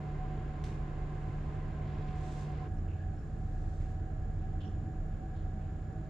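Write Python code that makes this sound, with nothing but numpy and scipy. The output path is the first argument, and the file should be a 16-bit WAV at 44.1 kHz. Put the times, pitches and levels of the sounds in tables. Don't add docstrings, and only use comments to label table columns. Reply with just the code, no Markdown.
import sys
import numpy as np
from scipy import signal
from scipy.fft import rfft, irfft
from scipy.io import wavfile

SR = 44100
rng = np.random.default_rng(int(sys.argv[2]) if len(sys.argv) > 2 else 0)


def materialize(psi):
    bounded = np.clip(np.atleast_2d(psi).T, -1, 1)
    quanta = np.round(bounded * 32767).astype(np.int16)
    wavfile.write(sys.argv[1], SR, quanta)


N = 268569
TIME = np.arange(N) / SR
FREQS = np.maximum(np.arange(N // 2 + 1) * SR / N, 1)


def from_db(db):
    return 10 ** (np.asarray(db) / 20)


def rms_one(x):
    return x / np.sqrt(np.mean(np.abs(x) ** 2) + 1e-30)


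def pan(db):
    return from_db([[db / 2], [-db / 2]])


def colour(points):
    hz, db = np.transpose(points)
    low_end = np.minimum(1, FREQS / hz[0]) ** 2
    high_end = np.minimum(1, hz[-1] / FREQS) ** 4
    return from_db(np.interp(np.log(FREQS), np.log(hz), db)) * low_end * high_end


def resonance(hz, width_hz, order=1):
    detuning = (FREQS ** 2 - hz ** 2) / (FREQS * width_hz * np.pi / 2)
    return rms_one(1 / (1 + detuning ** 2 / order) ** order)


def drift(rate_hz):
    lowpass = 1 / (1 + (FREQS / rate_hz) ** 4)
    return rms_one(irfft(rfft(rng.standard_normal(N)) * lowpass, N))


# frequency in Hz, correlation.
LIKENESS_BY_HZ = [(60, 0.91), (250, 0.99), (450, 0.93), (800, 0.27), (1600, 0.39), (2800, 0.53),
                  (4200, 0.57), (6000, 0), (9000, 0)]


def noise(gain):
    hz, alike = np.transpose(LIKENESS_BY_HZ)
    alike = np.clip(np.interp(np.log(FREQS), np.log(hz), alike), -.99, .998)
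    mid, side = rfft(rng.standard_normal((2, N))) * gain
    spectrum = np.sqrt(1 + alike) * mid + np.sqrt(1 - alike) * side * [[1], [-1]]
    return rms_one(irfft(spectrum, N))


def resonant_noise(spectrum, db, peaks):
    ringing = sum((from_db(peak_db) * resonance(hz, width)) ** 2 for hz, width, peak_db in peaks)
    power = ringing + (from_db(db) * rms_one(colour(spectrum))) ** 2
    return np.sqrt(np.mean(power)) * noise(np.sqrt(power))


def tone(hz, unsteady, lead_rad=0):
    phase = 2 * np.pi * (np.cumsum(hz * np.ones(N)) / SR + rng.random())
    waver = rms_one(1 + unsteady * (drift(2.8) + 1j * drift(2.85)))
    lead = np.exp(1j * lead_rad * np.array([[1], [0]]))
    return np.sqrt(2) * np.real(waver * np.exp(1j * phase) * lead)


def burst(start, rise_s, decay_s):
    age = np.maximum(TIME - start, 0)
    return (1 - np.exp(-age / rise_s)) * np.exp(-age / decay_s)


def stroke(start, hold_s, attack_s, release_s, sag_db_per_s):
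    age = TIME - start
    outside = np.maximum(-age, 0) / attack_s + np.maximum(age - hold_s, 0) / release_s
    return from_db(-20 * outside - sag_db_per_s * np.clip(age, 0, hold_s))


GRIT_PER_S, GRIT_SPREAD_DB = 340, 3


def grit(gain):
    sizes = from_db(GRIT_SPREAD_DB * np.minimum(rng.exponential(1, N), 3))
    signed_sizes = sizes * rng.choice([-1, 1], N)
    catches = signed_sizes * (rng.random(N) < GRIT_PER_S / SR)
    return rms_one(irfft(rfft(catches) * gain, N))


# frequency in Hz, relative level in dB.
RUSH_COLOUR = [(120, -6), (250, 2), (400, -1), (560, -6), (880, -8), (1200, -10.5), (1700, -14.5),
               (2600, -19.5), (4500, -31.5), (7000, -42), (10000, -50.5), (12000, -64.5)]
# frequency in Hz, width in Hz, level in dB.
RUSH_RESONANCES = [(362, 2.6, -63.5), (409, 34, -65.5), (1038, 45, -61.5), (1584, 57, -70.5),
                   (2082, 55, -72.5)]


def rush(after):
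    return (1 - after) * resonant_noise(RUSH_COLOUR, db=-53, peaks=RUSH_RESONANCES)


# frequency in Hz, relative level in dB.
SLEEVE_COLOUR = [(1500, -20), (3500, -0.5), (5200, -1.5), (7300, 0.5), (9500, -13), (12000, -24),
                 (14000, -26.5)]
# time of full swell in seconds, hold in seconds,
# level in dB before grit and flicker, attack in seconds.
SLEEVE_BRUSHES = [(1.16, .4, -82, .1), (2.284, .13, -65.5, .22), (3.685, 0.23, -76, 0.92)]
SLEEVE_RELEASE_S, SLEEVE_SAG_DB_PER_S = 0.14, 1.5


def sleeve():
    motion = sum(from_db(db) * stroke(s, hold, attack, SLEEVE_RELEASE_S, SLEEVE_SAG_DB_PER_S)
                 for s, hold, db, attack in SLEEVE_BRUSHES)
    cloth_gain = colour(SLEEVE_COLOUR)
    cloth = noise(cloth_gain) + from_db(-10) * grit(cloth_gain)
    return motion * cloth * from_db(1.0 * drift(60))


# start in seconds, crack level in dB before its envelope.
SPATTER_TICKS = [(0.6393, -47), (.6432, -50), (.654, -59), (.682, -62)]
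# frequency in Hz, relative level in dB.
SPATTER_COLOUR = [(800, -1), (1900, 8), (4500, 0.5), (7000, 0), (10000, -10), (13500, -22), (15000, -38)]


def spatter(crack_s, tail_db, tail_s, wall_hz):
    crack = sum(from_db(db) * burst(s, 0.00025, crack_s) for s, db in SPATTER_TICKS)
    tail_power = sum((from_db(db + tail_db) * burst(s, 0.0066, tail_s)) ** 2 for s, db in SPATTER_TICKS)
    tail = np.sqrt(tail_power) * from_db(1.8 * drift(250))
    walls = 1 / np.hypot(1, (FREQS / wall_hz) ** 2)
    wet_gain = colour(SPATTER_COLOUR)
    return (crack * noise(wet_gain) + tail * noise(wet_gain * walls)) * pan(db=-2.0)


# frequency in Hz, relative level in dB.
SLIDE_COLOUR = [(700, -16), (1500, -2.5), (2500, 3.5), (4300, -4), (5600, -12), (9000, -31.5)]
# time of full swell in seconds, hold in seconds,
# initial level in dB before grit and unevenness.
SKIN_SLIDES = [(1.898, 0.68, -67.5)]
SLIDE_ATTACK_S, SLIDE_RELEASE_S, SLIDE_SAG_DB_PER_S = 0.09, 0.11, 7
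GRIT_DB = -5.5


def skin_slide(grain_db, stick_db):
    pressure = sum(from_db(db) * stroke(s, hold, SLIDE_ATTACK_S, SLIDE_RELEASE_S, SLIDE_SAG_DB_PER_S)
                   for s, hold, db in SKIN_SLIDES)
    skin_gain = colour(SLIDE_COLOUR)
    friction = noise(skin_gain) + from_db(GRIT_DB) * grit(skin_gain)
    unevenness = from_db(grain_db * drift(90) + stick_db * drift(12))
    return pressure * friction * unevenness


SQUELCH_RISE_S, SQUELCH_GLIDE_S = 0.0059, 0.034


def film(start, hz, decay_s, width_hz, glide_hz_per_s):
    shift_hz = glide_hz_per_s * np.clip(TIME - start, 0, SQUELCH_GLIDE_S)
    ringing = signal.hilbert(noise(resonance(hz, width_hz, order=2)))
    glided = ringing * np.exp(2j * np.pi * np.cumsum(shift_hz) / SR)
    return burst(start, SQUELCH_RISE_S, decay_s) * glided.real


# start in seconds, initial bubble pitch in Hz,
# level in dB before envelope and fizz, decay in seconds, width in Hz, glide in Hz per second,
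# left over right in dB.
WATER_FILMS = [(2.727, 8900, -80, .025, 900, 1, -9), (2.769, 5620, -75, 0.025, 260, -1500, -2),
               (2.881, 2620, -64.5, 0.071, 560, -2500, .5), (2.985, 1680, -57, 0.038, 110, 500, 0),
               (3.18, 5500, -73.5, 0.033, 420, -2000, 5), (4.602, 3040, -58.5, 0.061, 580, 999, -1),
               (4.603, 4300, -69, .03, 1800, -3000, 0), (4.649, 5660, -69.5, 0.041, 600, -6000, 3)]
# start in seconds, centre in Hz, level in dB before envelope and fizz.
FINGER_RUBS = [(2.56, 4900, -72), (2.95, 2300, -67), (3.79, 1950, -62), (4.38, 2520, -68),
               (5.09, 2700, -70), (5.336, 3370, -66.5), (5.58, 2500, -66.5)]
RUB_RISE_S, RUB_DECAY_S, RUB_WIDTH_HZ = 0.037, .07, 1200


def squelches(grain_db, stick_db):
    fizz = from_db(grain_db * drift(220) + stick_db * drift(35))
    films = sum(from_db(db) * film(s, hz, decay, width, glide) * pan(side)
                for s, hz, db, decay, width, glide, side in WATER_FILMS)
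    rubs = sum(from_db(db) * burst(s, RUB_RISE_S, RUB_DECAY_S) * noise(resonance(hz, RUB_WIDTH_HZ, order=3))
               for s, hz, db in FINGER_RUBS)
    return fizz * (films + rubs)


# frequency in Hz, relative level in dB.
BEARING_COLOUR = [(20, -25), (45, -11.5), (110, -0.5), (170, -9), (260, -15), (400, -16), (520, -20.5),
                  (660, -21), (900, -28.5), (1500, -28.5), (2300, -39.5), (3200, -45.5), (4500, -49.5),
                  (7200, -50), (10000, -62), (11500, -78)]
# frequency in Hz, width in Hz, level in dB.
FRAME_RESONANCES = [(37.4, 5.6, -50), (59, 21, -51), (86.5, 14, -49.5), (162.5, 11, -56), (206.3, 27, -57),
                    (315, 42, -60.5), (750.6, 20, -60), (637, 33, -71.5), (1666, 58, -70.5)]


def rumble():
    return resonant_noise(BEARING_COLOUR, db=-48, peaks=FRAME_RESONANCES)


# frequency in Hz, level in dB.
HIGH_LINES = [(6995.5, -88.5), (7031.3, -82.5), (13937, -102)]


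def whistle():
    lines = sum(from_db(db) * tone(hz, unsteady=0.075, lead_rad=-0.91) for hz, db in HIGH_LINES)
    faint_treble = from_db(-95) * noise(resonance(hz=14200, width_hz=250, order=3))
    return lines * pan(db=1.7) + faint_treble


# beat steps from the centre, dB before the change, dB after.
WHINE_LINES = [(-1, -66.5, -74), (0, -58, -64), (1, -71, -65), (2, -77, -72), (3, -69, -75), (5, -80, -74)]
WHINE_HZ, WHINE_BEAT_HZ = 745.1, 8.8


def whine(after):
    lines = sum(from_db(a + (b - a) * after)
                * tone(WHINE_HZ + k * WHINE_BEAT_HZ, unsteady=0.39, lead_rad=0.44)
                for k, a, b in WHINE_LINES)
    return lines * pan(db=-3.5)


# multiple of the base pitch, dB before the change, dB after.
HUM_HARMONICS = [(2, -49.5, -51), (3, -42.5, -48)]


def hum(after):
    base_hz = np.interp(after, [0, 1], [49.23, 50.05])
    return sum(from_db(a + (b - a) * after) * tone(k * base_hz, unsteady=0.07)
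               for k, a, b in HUM_HARMONICS)


# frequency in Hz, dB before the change, dB after, unsteadiness 0-1.
SHAFT_TONES = [(57.5, -54.5, -49, .5), (63.4, -48.5, -53, 0.5), (68.75, -48.5, -49.5, 0.6),
               (86.45, -51, -43, 0.57), (108.34, -54.5, -52.5, 0.7), (202.8, -64, -59, 0.6),
               (295.8, -64.5, -63.5, 0.9), (323.4, -62, -62.5, 0.5), (429.8, -65.5, -68.5, 0.2),
               (634.6, -67.5, -68, 0.9)]


def shaft(after):
    return sum(from_db(a + (b - a) * after) * tone(hz, shake) for hz, a, b, shake in SHAFT_TONES)


# time in seconds, level in dB before the trim.
THROB_LEVELS = [(0.0, -55), (0.22, -35), (0.3, -42.5), (1.82, -42.5), (1.87, -58), (1.97, -40), (2.71, -49),
                (2.78, -32), (2.88, -41), (2.98, -62), (3.07, -43), (3.42, -43.5), (3.66, -35.5),
                (3.72, -45), (3.82, -33), (3.89, -42.5), (4.58, -37), (4.65, -50), (4.73, -40.5),
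                (4.92, -52), (4.99, -34), (5.17, -39), (5.24, -56), (5.34, -39.5), (6.0, -48), (6.05, -48)]
THROB_TRIM_DB = -0.5


def throb(after):
    level = from_db(THROB_TRIM_DB + np.interp(TIME, *np.transpose(THROB_LEVELS)))
    return level * tone(np.interp(after, [0, 1], [32.0, 32.3]), unsteady=.08)


def drive(after):
    return throb(after) + shaft(after) + hum(after) + whine(after) + whistle()


CHANGE_S, CHANGE_RAMP_S = 2.678, 0.0051
BALANCE_DB = -1.5


def scene():
    after = np.clip((TIME - CHANGE_S) / CHANGE_RAMP_S + .5, 0, 1)
    wheel = (rush(after) + rumble() + drive(after)) * pan(BALANCE_DB)
    hands = sleeve() + skin_slide(grain_db=2.2, stick_db=1.3) + squelches(grain_db=1.5, stick_db=0.7)
    drops = spatter(crack_s=.0022, tail_db=-10.5, tail_s=0.066, wall_hz=9500)
    return wheel + hands + drops


CUTOFF_HZ, OPENING_S = 14400, .004


def record(dry):
    opening = np.minimum(1, TIME / OPENING_S)
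    lowpass = signal.ellip(10, .1, 80, CUTOFF_HZ, fs=SR, output="sos")
    return signal.sosfilt(lowpass, dry * opening)


dry = scene()
out = record(dry)
materialize(out)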